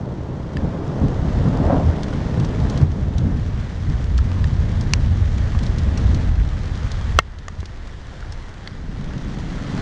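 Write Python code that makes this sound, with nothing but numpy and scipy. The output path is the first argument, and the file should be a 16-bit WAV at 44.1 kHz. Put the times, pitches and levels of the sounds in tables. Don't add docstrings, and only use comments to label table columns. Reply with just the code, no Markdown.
import sys
import numpy as np
from scipy import signal
from scipy.fft import rfft, irfft, next_fast_len
from scipy.io import wavfile
from scipy.ndimage import uniform_filter1d, map_coordinates

SR = 44100
rng = np.random.default_rng(int(sys.argv[2]) if len(sys.argv) > 2 else 0)


def persist_wave(psi):
    counts = np.round(np.clip(psi, -1, 1) * 32767).astype(np.int16)
    wavfile.write(sys.argv[1], SR, np.atleast_2d(counts).T)


N = 432621

# (time [s], level [dB])
RAIN_LEVEL = [(0, -45.5), (1.6, -46.5), (2.2, -46), (2.8, -45), (3.4, -44), (5.1, -44), (6.0, -43.5),
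              (7.1, -45), (7.7, -47), (8.8, -51.5), (9.81, -43)]
# (frequency [Hz], relative density [dB])
WASH_SPECTRUM = [(80, -6.5), (300, 7), (900, 1), (1400, 0), (1850, 0.5), (2550, -9), (3300, -7),
                 (4700, -12.5), (6000, -14.5), (7200, -19.5), (8300, -26.5), (9400, -25.5), (10400, -40.5),
                 (12000, -74)]
# (frequency [Hz], relative density [dB])
SPRAY_SPECTRUM = [(200, -36), (1000, 5), (2200, 2.5), (3500, 1), (6400, -3.5), (8000, -15), (9800, -16),
                  (11200, -40.5)]


def amp(db):
    return 10 ** (np.asarray(db) / 20)


def unit(x):
    return x / np.sqrt(np.mean(x ** 2) + 1e-20)


def curves(rows):
    time_s, *columns = np.transpose(rows)
    t = np.arange(N) / SR
    return [np.interp(t, time_s, column) for column in columns]


def wobble(rate_hz):
    knots = rng.standard_normal(int(N * rate_hz / SR) + 4)
    return map_coordinates(knots, [np.arange(N) * rate_hz / SR])


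def between(ends, share):
    return ends[0] + (ends[1] - ends[0]) * np.clip(share, 0, 1)


def colour(x, spectrum):
    m = 2 * next_fast_len(len(x) // 2 + 4096, real=True)
    hz, db = np.transpose(spectrum)
    log_hz = np.log(np.fft.rfftfreq(m, 1 / SR) + 1)
    gain = amp(np.interp(log_hz, np.log(hz), db))
    cepstrum = irfft(np.log(gain), m)
    cepstrum[1:m // 2] *= 2
    cepstrum[m // 2 + 1:] = 0
    response = np.exp(rfft(cepstrum))
    return irfft(rfft(x, m) * response, m)[:len(x)]


def impacts(rate_hz, spread_db):
    size = rng.standard_normal(N)
    hit = rng.random(N) < rate_hz / SR
    sign = np.sign(rng.standard_normal(N))
    return hit * sign * amp(spread_db * np.clip(size, -2.5, 2.5))


def add(track, time_s, sound):
    part = track[max(round(time_s * SR), 0):][:len(sound)]
    part += sound[:len(part)]


def patchy(x, depth_db):
    z = signal.stft(x, nperseg=512)[2]
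    field = uniform_filter1d(rng.standard_normal(z.shape), size=7, axis=0)
    field = uniform_filter1d(field, size=14, axis=1)
    return signal.istft(z * amp(depth_db * unit(field)), nperseg=512)[1][:N]


def bursts(rate_hz, spread_db, t60_s):
    t = np.arange(SR // 10) / SR
    decay = amp(-120 * t / t60_s)
    power = signal.fftconvolve(impacts(rate_hz, spread_db) ** 2, decay)[:N]
    return np.sqrt(np.abs(power))


def ring(modes, t, swing=-1):
    total = 0
    for k, (hz, db, t60_s) in enumerate(modes):
        total = total + swing ** k * amp(db - 60 * t / t60_s) * np.sin(2 * np.pi * hz * t)
    return total


def contact(t):
    return np.clip(t / .0004, 0, 1)


def wind():
    # (frequency [Hz], relative density [dB])
    buffet_spectrum = [(8, -18), (18, -0.5), (36, -0.5), (55, -9.5), (90, -15.5), (200, -38), (500, -89)]
    gust_db = -33.5 + 1.3 * wobble(2.0) + 2.2 * wobble(6.3)
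    return amp(gust_db) * unit(colour(rng.standard_normal(N), buffet_spectrum))


def rain():
    level_db, = curves(RAIN_LEVEL)
    wash = unit(colour(patchy(rng.standard_normal(N), depth_db=1.0), WASH_SPECTRUM))
    patter = unit(colour(impacts(rate_hz=1500, spread_db=5.5), WASH_SPECTRUM))
    puffs = bursts(rate_hz=70, spread_db=2.0, t60_s=0.11)
    splashes = unit(colour(puffs * rng.standard_normal(N), SPRAY_SPECTRUM))
    spray_db = -5.5 + 1.2 * (level_db - level_db.max())
    layers = amp(6) * wash + amp(2.5) * patter + amp(spray_db) * splashes
    return amp(level_db + 0.26 * wobble(7.7)) * layers


def ticks():
    level_db, = curves(RAIN_LEVEL)
    envelope = bursts(rate_hz=15, spread_db=2.5, t60_s=.015)
    return amp(level_db + 7.5) * envelope * unit(colour(rng.standard_normal(N), SPRAY_SPECTRUM))


def drip(spray_db, hz, ring_db):
    # (multiple of ring pitch [-], level relative to ring [dB], t60 [s])
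    plink_modes = [(1, 0.5, 0.02), (1.55, -11.5, 0.011), (2.62, -16.5, 0.015)]
    t = np.arange(SR // 10) / SR
    spray_t60_s = 0.007 * hz / 1000
    thin_spectrum = [(.3 * hz, -14), (.9 * hz, 0)]
    noise = colour(rng.standard_normal(len(t)), SPRAY_SPECTRUM)
    spray = unit(colour(noise, thin_spectrum)) * amp(spray_db - 60 * t / spray_t60_s)
    modes = [(hz * ratio, ring_db + db, t60_s) for ratio, db, t60_s in plink_modes]
    return (spray + ring(modes, t)) * (1 - np.exp(-t / 0.00006))


def drips():
    # (time [s], spray level before 9 dB cut [dB], ring pitch [Hz], ring level [dB])
    drip_rows = [(2.032, -21.5, 4560, -34), (2.129, -37, 1440, -25.5), (2.399, -23.5, 3500, -42),
                 (2.447, -24.5, 5050, -43), (2.698, -23, 6000, -40), (2.775, -22, 4020, -41),
                 (3.182, -16, 4140, -38), (4.041, -24, 3500, -42), (4.810, -21, 5000, -44),
                 (5.382, -22, 2300, -31), (5.590, -23, 3800, -41), (5.632, -23.5, 4100, -34),
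                 (5.665, -23.5, 4400, -41), (5.783, -22.5, 5500, -38), (5.975, -20.5, 5730, -31),
                 (6.146, -22, 4600, -43), (4.179, -15.5, 4000, -32), (6.399, -25, 2300, -36),
                 (6.488, -25, 3500, -42), (6.917, -21, 4400, -34), (7.386, -23, 4050, -36),
                 (7.603, -23, 3900, -34), (7.656, -20, 4400, -36), (7.872, -29, 3660, -38),
                 (8.226, -42, 1400, -28), (8.322, -28, 5300, -33), (9.179, -32, 4500, -45),
                 (9.387, -29, 3300, -44)]
    out = np.zeros(N)
    for time_s, spray_db, hz, ring_db in drip_rows:
        add(out, time_s, drip(spray_db - 9.0, hz, ring_db))
    return out


def taps():
    # (time [s], spray level before 7.5 dB cut [dB], ring t60 [s],
    #        low [Hz], level [dB], middle [Hz], level [dB], high [Hz], level [dB])
    tap_rows = [(.5692, -17, .019, 1780, -14, 2650, -25, 4850, -27),
                (4.188, -21, .015, 1350, -18, 1650, -24, 4700, -37),
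                (4.3166, -21, .005, 1150, -14, 2600, -21, 4400, -24),
                (4.442, -16.5, .018, 1250, -25, 1780, -17, 4900, -33),
                (5.549, -27, .013, 1130, -18.5, 1600, -28, 4300, -36),
                (7.4825, -9.5, .015, 740, -21, 1180, -11, 1780, -14),
                (7.630, -27, .008, 330, -11, 900, -19, 1600, -21),
                (8.6745, -20.5, .015, 2050, -22.5, 3350, -27, 4480, -24)]
    out, t = np.zeros(N), np.arange(SR // 10) / SR
    for time_s, spray_db, t60_s, *resonances in tap_rows:
        modes = [(hz, db, t60_s) for hz, db in zip(resonances[::2], resonances[1::2])]
        noise = unit(colour(rng.standard_normal(len(t)), SPRAY_SPECTRUM))
        spray = noise * amp(spray_db - 7.5 - 60 * t / 0.013)
        add(out, time_s, contact(t) * (ring(modes, t, swing=1) + spray))
    return out


def camera_hits():
    # (frequency [Hz], level relative to hit [dB], t60 [s])
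    rim_modes = [(1000, -15.5, .014), (1747, -14, .0104), (2360, -7, .0098), (2803, -6, .0098),
                 (4380, -3, .006), (5256, -8, .0055), (5817, -5, .0068), (6518, -10.5, .0071),
                 (7800, -14.5, .005), (9700, -12.5, .0051)]
    # (frequency [Hz], level relative to hit [dB], t60 [s])
    shell_modes = [(660, 3, .0092), (892, -20, .052), (1094, 1.5, .013), (1340, 7.5, .011),
                   (1865, -13, .046), (2120, -11, .044), (2707, 0, .0147), (2952, -4, .013),
                   (3296, -3.5, .011), (4093, -7, .0127), (4828, .5, .006), (5908, -11.5, .0088),
                   (7434, -8, .0037)]
    out, t = np.zeros(N), np.arange(SR // 10) / SR
    # (time s, hit dB, crack dB relative to hit, modes)
    hits = [(4.9355, 1.5, -25, rim_modes), (7.1882, 0, -15, shell_modes)]
    for time_s, hit_db, crack_db, modes in hits:
        crack = unit(colour(rng.standard_normal(len(t)), SPRAY_SPECTRUM)) * amp(crack_db - 60 * t / .009)
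        reflection = unit(colour(rng.standard_normal(len(t)), WASH_SPECTRUM)) * amp(-33 - 60 * t / .09)
        add(out, time_s, amp(hit_db) * contact(t) * (ring(modes, t) + crack + reflection))
    return out


def surges():
    # (centre time [s], Gaussian sigma [s], rumble lift [dB], roll lift [dB])
    surge_rows = [(0.63, 0.035, 10.5, 6.5), (0.917, 0.041, -6, -1), (1.038, 0.026, 6, 7.5),
                  (1.464, 0.017, -2.5, 6.5), (2.403, 0.024, -1, 6), (2.66, 0.033, 5, 3),
                  (3.266, 0.066, 1, 8.5), (3.736, 0.089, -3.5, -1), (3.91, 0.028, 4.5, 7),
                  (4.18, 0.029, 0.5, -3.5), (4.665, 0.032, -5.5, 2), (4.85, 0.054, -5, 2.5),
                  (5.037, 0.051, 1, 2.5), (5.21, 0.077, 2.5, 0), (6.093, 0.058, 7, 0),
                  (6.38, 0.097, 8, 0.5), (6.792, 0.034, 4.5, 3), (7.14, 0.052, 9, -1.5),
                  (7.592, 0.023, 11, 5), (8.334, 0.053, 6, -1), (9.79, 0.055, 5, 5.5)]
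    t = np.arange(N) / SR
    lifts_db = np.zeros((2, N))
    for time_s, sigma_s, rumble_db, roll_db in surge_rows:
        bell = np.exp(-.5 * ((t - time_s) / sigma_s) ** 2)
        lifts_db += np.outer([rumble_db, roll_db], bell)
    return lifts_db


def peal(spectrum, rate_hz, spread_db, steady_s):
    shocks = unit(colour(impacts(rate_hz, spread_db), spectrum))
    power = np.abs(uniform_filter1d(shocks ** 2, int(steady_s * SR)))
    return shocks / np.sqrt(power + 0.019)


def clap():
    # (frequency [Hz], relative density [dB])
    crash_spectrum = [(150, -20), (300, -4), (420, -9), (540, 5), (720, 1), (950, -6.5), (1300, -14.5),
                      (1900, -25.5), (3000, -44.5), (6000, -96)]
    peak_s, peak_db = 1.726, -19
    rise_db_per_s, fall_db_per_s = 97, 118
    echo_db, echo_fall_db_per_s = -11, 36
    t = np.arange(N) / SR - peak_s
    before_s, after_s = np.maximum(-t, 0), np.maximum(t, 0)
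    fall_db = np.maximum(-fall_db_per_s * after_s, echo_db - echo_fall_db_per_s * after_s)
    envelope = amp(peak_db - rise_db_per_s * before_s + fall_db)
    return envelope * peal(crash_spectrum, rate_hz=1500, spread_db=5.0, steady_s=0.11)


def booms():
    # (centre time [s], envelope peak [dB], pitch [Hz], Gaussian sigma [s])
    boom_rows = [(1.752, -17.5, 268, 0.017), (1.879, -8.5, 80.5, 0.023), (2.835, -8, 143.4, 0.018),
                 (2.855, -8, 87.5, 0.027), (4.175, -8, 63.5, 0.037), (5.131, -13, 87.7, 0.045),
                 (5.288, -16, 89, 0.045), (5.868, -13.5, 68, 0.03), (6.101, -16, 61, 0.065),
                 (6.292, -8, 45, 0.015), (6.403, -5, 49.5, 0.024), (7.145, -13.5, 51, 0.018)]
    out, t = np.zeros(N), np.arange(-SR // 10, SR // 10) / SR
    for time_s, db, hz, sigma_s in boom_rows:
        swing = np.sin(2 * np.pi * (hz * t + rng.random()))
        add(out, time_s + t[0], amp(db) * np.exp(-.5 * (t / sigma_s) ** 2) * swing)
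    return out


def thunder():
    # (time [s], strength [dB], share from far end of channel [0-1])
    peal_rows = [(0, -17, 0.15), (.45, -20.5, 0.24), (.9, -20.5, 0.06), (1.35, -15.5, 0.56),
                 (1.75, -17.5, 0.2), (2.0, -22, 0.3), (2.75, -19.5, 0.31), (3.0, -12.5, 0.62),
                 (3.7, -16.5, 0.77), (4.6, -12.5, 0.87), (5.4, -16, 0.89), (6.1, -18, 0.43),
                 (6.6, -21.5, 0.74), (7.15, -24, 0.81), (8.5, -37, 0.75), (9.0, -28.5, 0.16),
                 (9.81, -29.5, 0)]
    # (frequency [Hz], relative density [dB]); roll before its pitch factors
    deep_spectrum = [(10, -19), (22, 4.5), (34, 10), (48, 11.5), (65, -4), (130, -51), (500, -110)]
    rumble_spectrum = [(8, -39.5), (20, -19), (35, -7.5), (55, -5.5), (70, -3), (88, -2.5), (115, -11.5),
                       (220, -36.5), (500, -94.5)]
    roll_spectrum = [(50, -27), (95, -11.5), (125, 1.5), (165, -1), (225, -7.5), (290, -8), (370, -24),
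                     (700, -50.5), (1500, -102)]
    tear_spectrum = [(150, -13), (300, 0), (420, 2), (580, -2.5), (800, -7.5), (1100, -12), (1600, -22),
                     (2400, -44.5), (5000, -78)]
    t = np.arange(N) / SR
    strength_db, far = curves(peal_rows)
    far = np.clip(far, 0, 1)
    rumble_lift_db, roll_lift_db = surges()

    rumble_db = strength_db + between((-5.5, 0.5), far) + rumble_lift_db
    roll_db = strength_db + between((1, -9.5), far) + roll_lift_db
    tear_db = strength_db + between((-4, -22), far) + 0.45 * roll_lift_db
    tear_db -= 0.98 * t
    deep_start_db, deep_growth_db_per_s, deep_full_db = -29, 3.6, -3
    deep_db = strength_db + np.minimum(deep_start_db + deep_growth_db_per_s * t, deep_full_db)

    rumble = amp(rumble_db) * peal(rumble_spectrum, rate_hz=500, spread_db=4.0, steady_s=0.18)
    near_spectrum = [(1.01 * hz, db) for hz, db in roll_spectrum]
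    far_spectrum = [(0.797 * hz, db) for hz, db in roll_spectrum]
    near_roll = peal(near_spectrum, rate_hz=350, spread_db=2.5, steady_s=0.16)
    far_roll = peal(far_spectrum, rate_hz=350, spread_db=4.5, steady_s=0.11)
    roll = amp(roll_db) * (np.sqrt(1 - far) * near_roll + np.sqrt(far) * far_roll)
    tear = amp(tear_db) * peal(tear_spectrum, rate_hz=2500, spread_db=0.5, steady_s=0.25)
    deep = amp(deep_db) * peal(deep_spectrum, rate_hz=170, spread_db=5.5, steady_s=0.29)
    return deep + rumble + roll + tear + clap() + booms()


def dips():
    # (onset time [s], depth [dB], onset to full recovery [s])
    dip_rows = [(-.03, 10.5, 1.44), (2.838, 6, 4), (6.29, 3.5, 0.75), (7.2, 10, 1.08)]
    t = np.arange(N) / SR
    loss_db = np.zeros(N)
    for onset_s, depth_db, recovery_s in dip_rows:
        loss_db += np.interp(t, [onset_s, onset_s + 0.012, onset_s + recovery_s], [0, depth_db, 0])
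    return amp(-loss_db)


def scene():
    water = rain() + ticks() + drips() + taps() + camera_hits()
    return (dips() * (wind() + water + thunder()))[None]


def record(dry):
    # (frequency [Hz], gain [dB])
    microphone_response = [(20, 0), (9000, 0), (10300, -4.5), (11500, -20), (14000, -46)]
    # (frequency [Hz], gain [dB])
    output_response = [(20, -0.5), (7800, 0), (10300, -5), (12000, -25), (15000, -28), (16300, -60)]
    clipped = np.clip(colour(dry[0], microphone_response), -1, 1)
    band_limit = signal.butter(24, 15800, fs=SR, output="sos")
    return signal.sosfilt(band_limit, colour(clipped, output_response))[None]


dry = scene()
out = record(dry)
persist_wave(out)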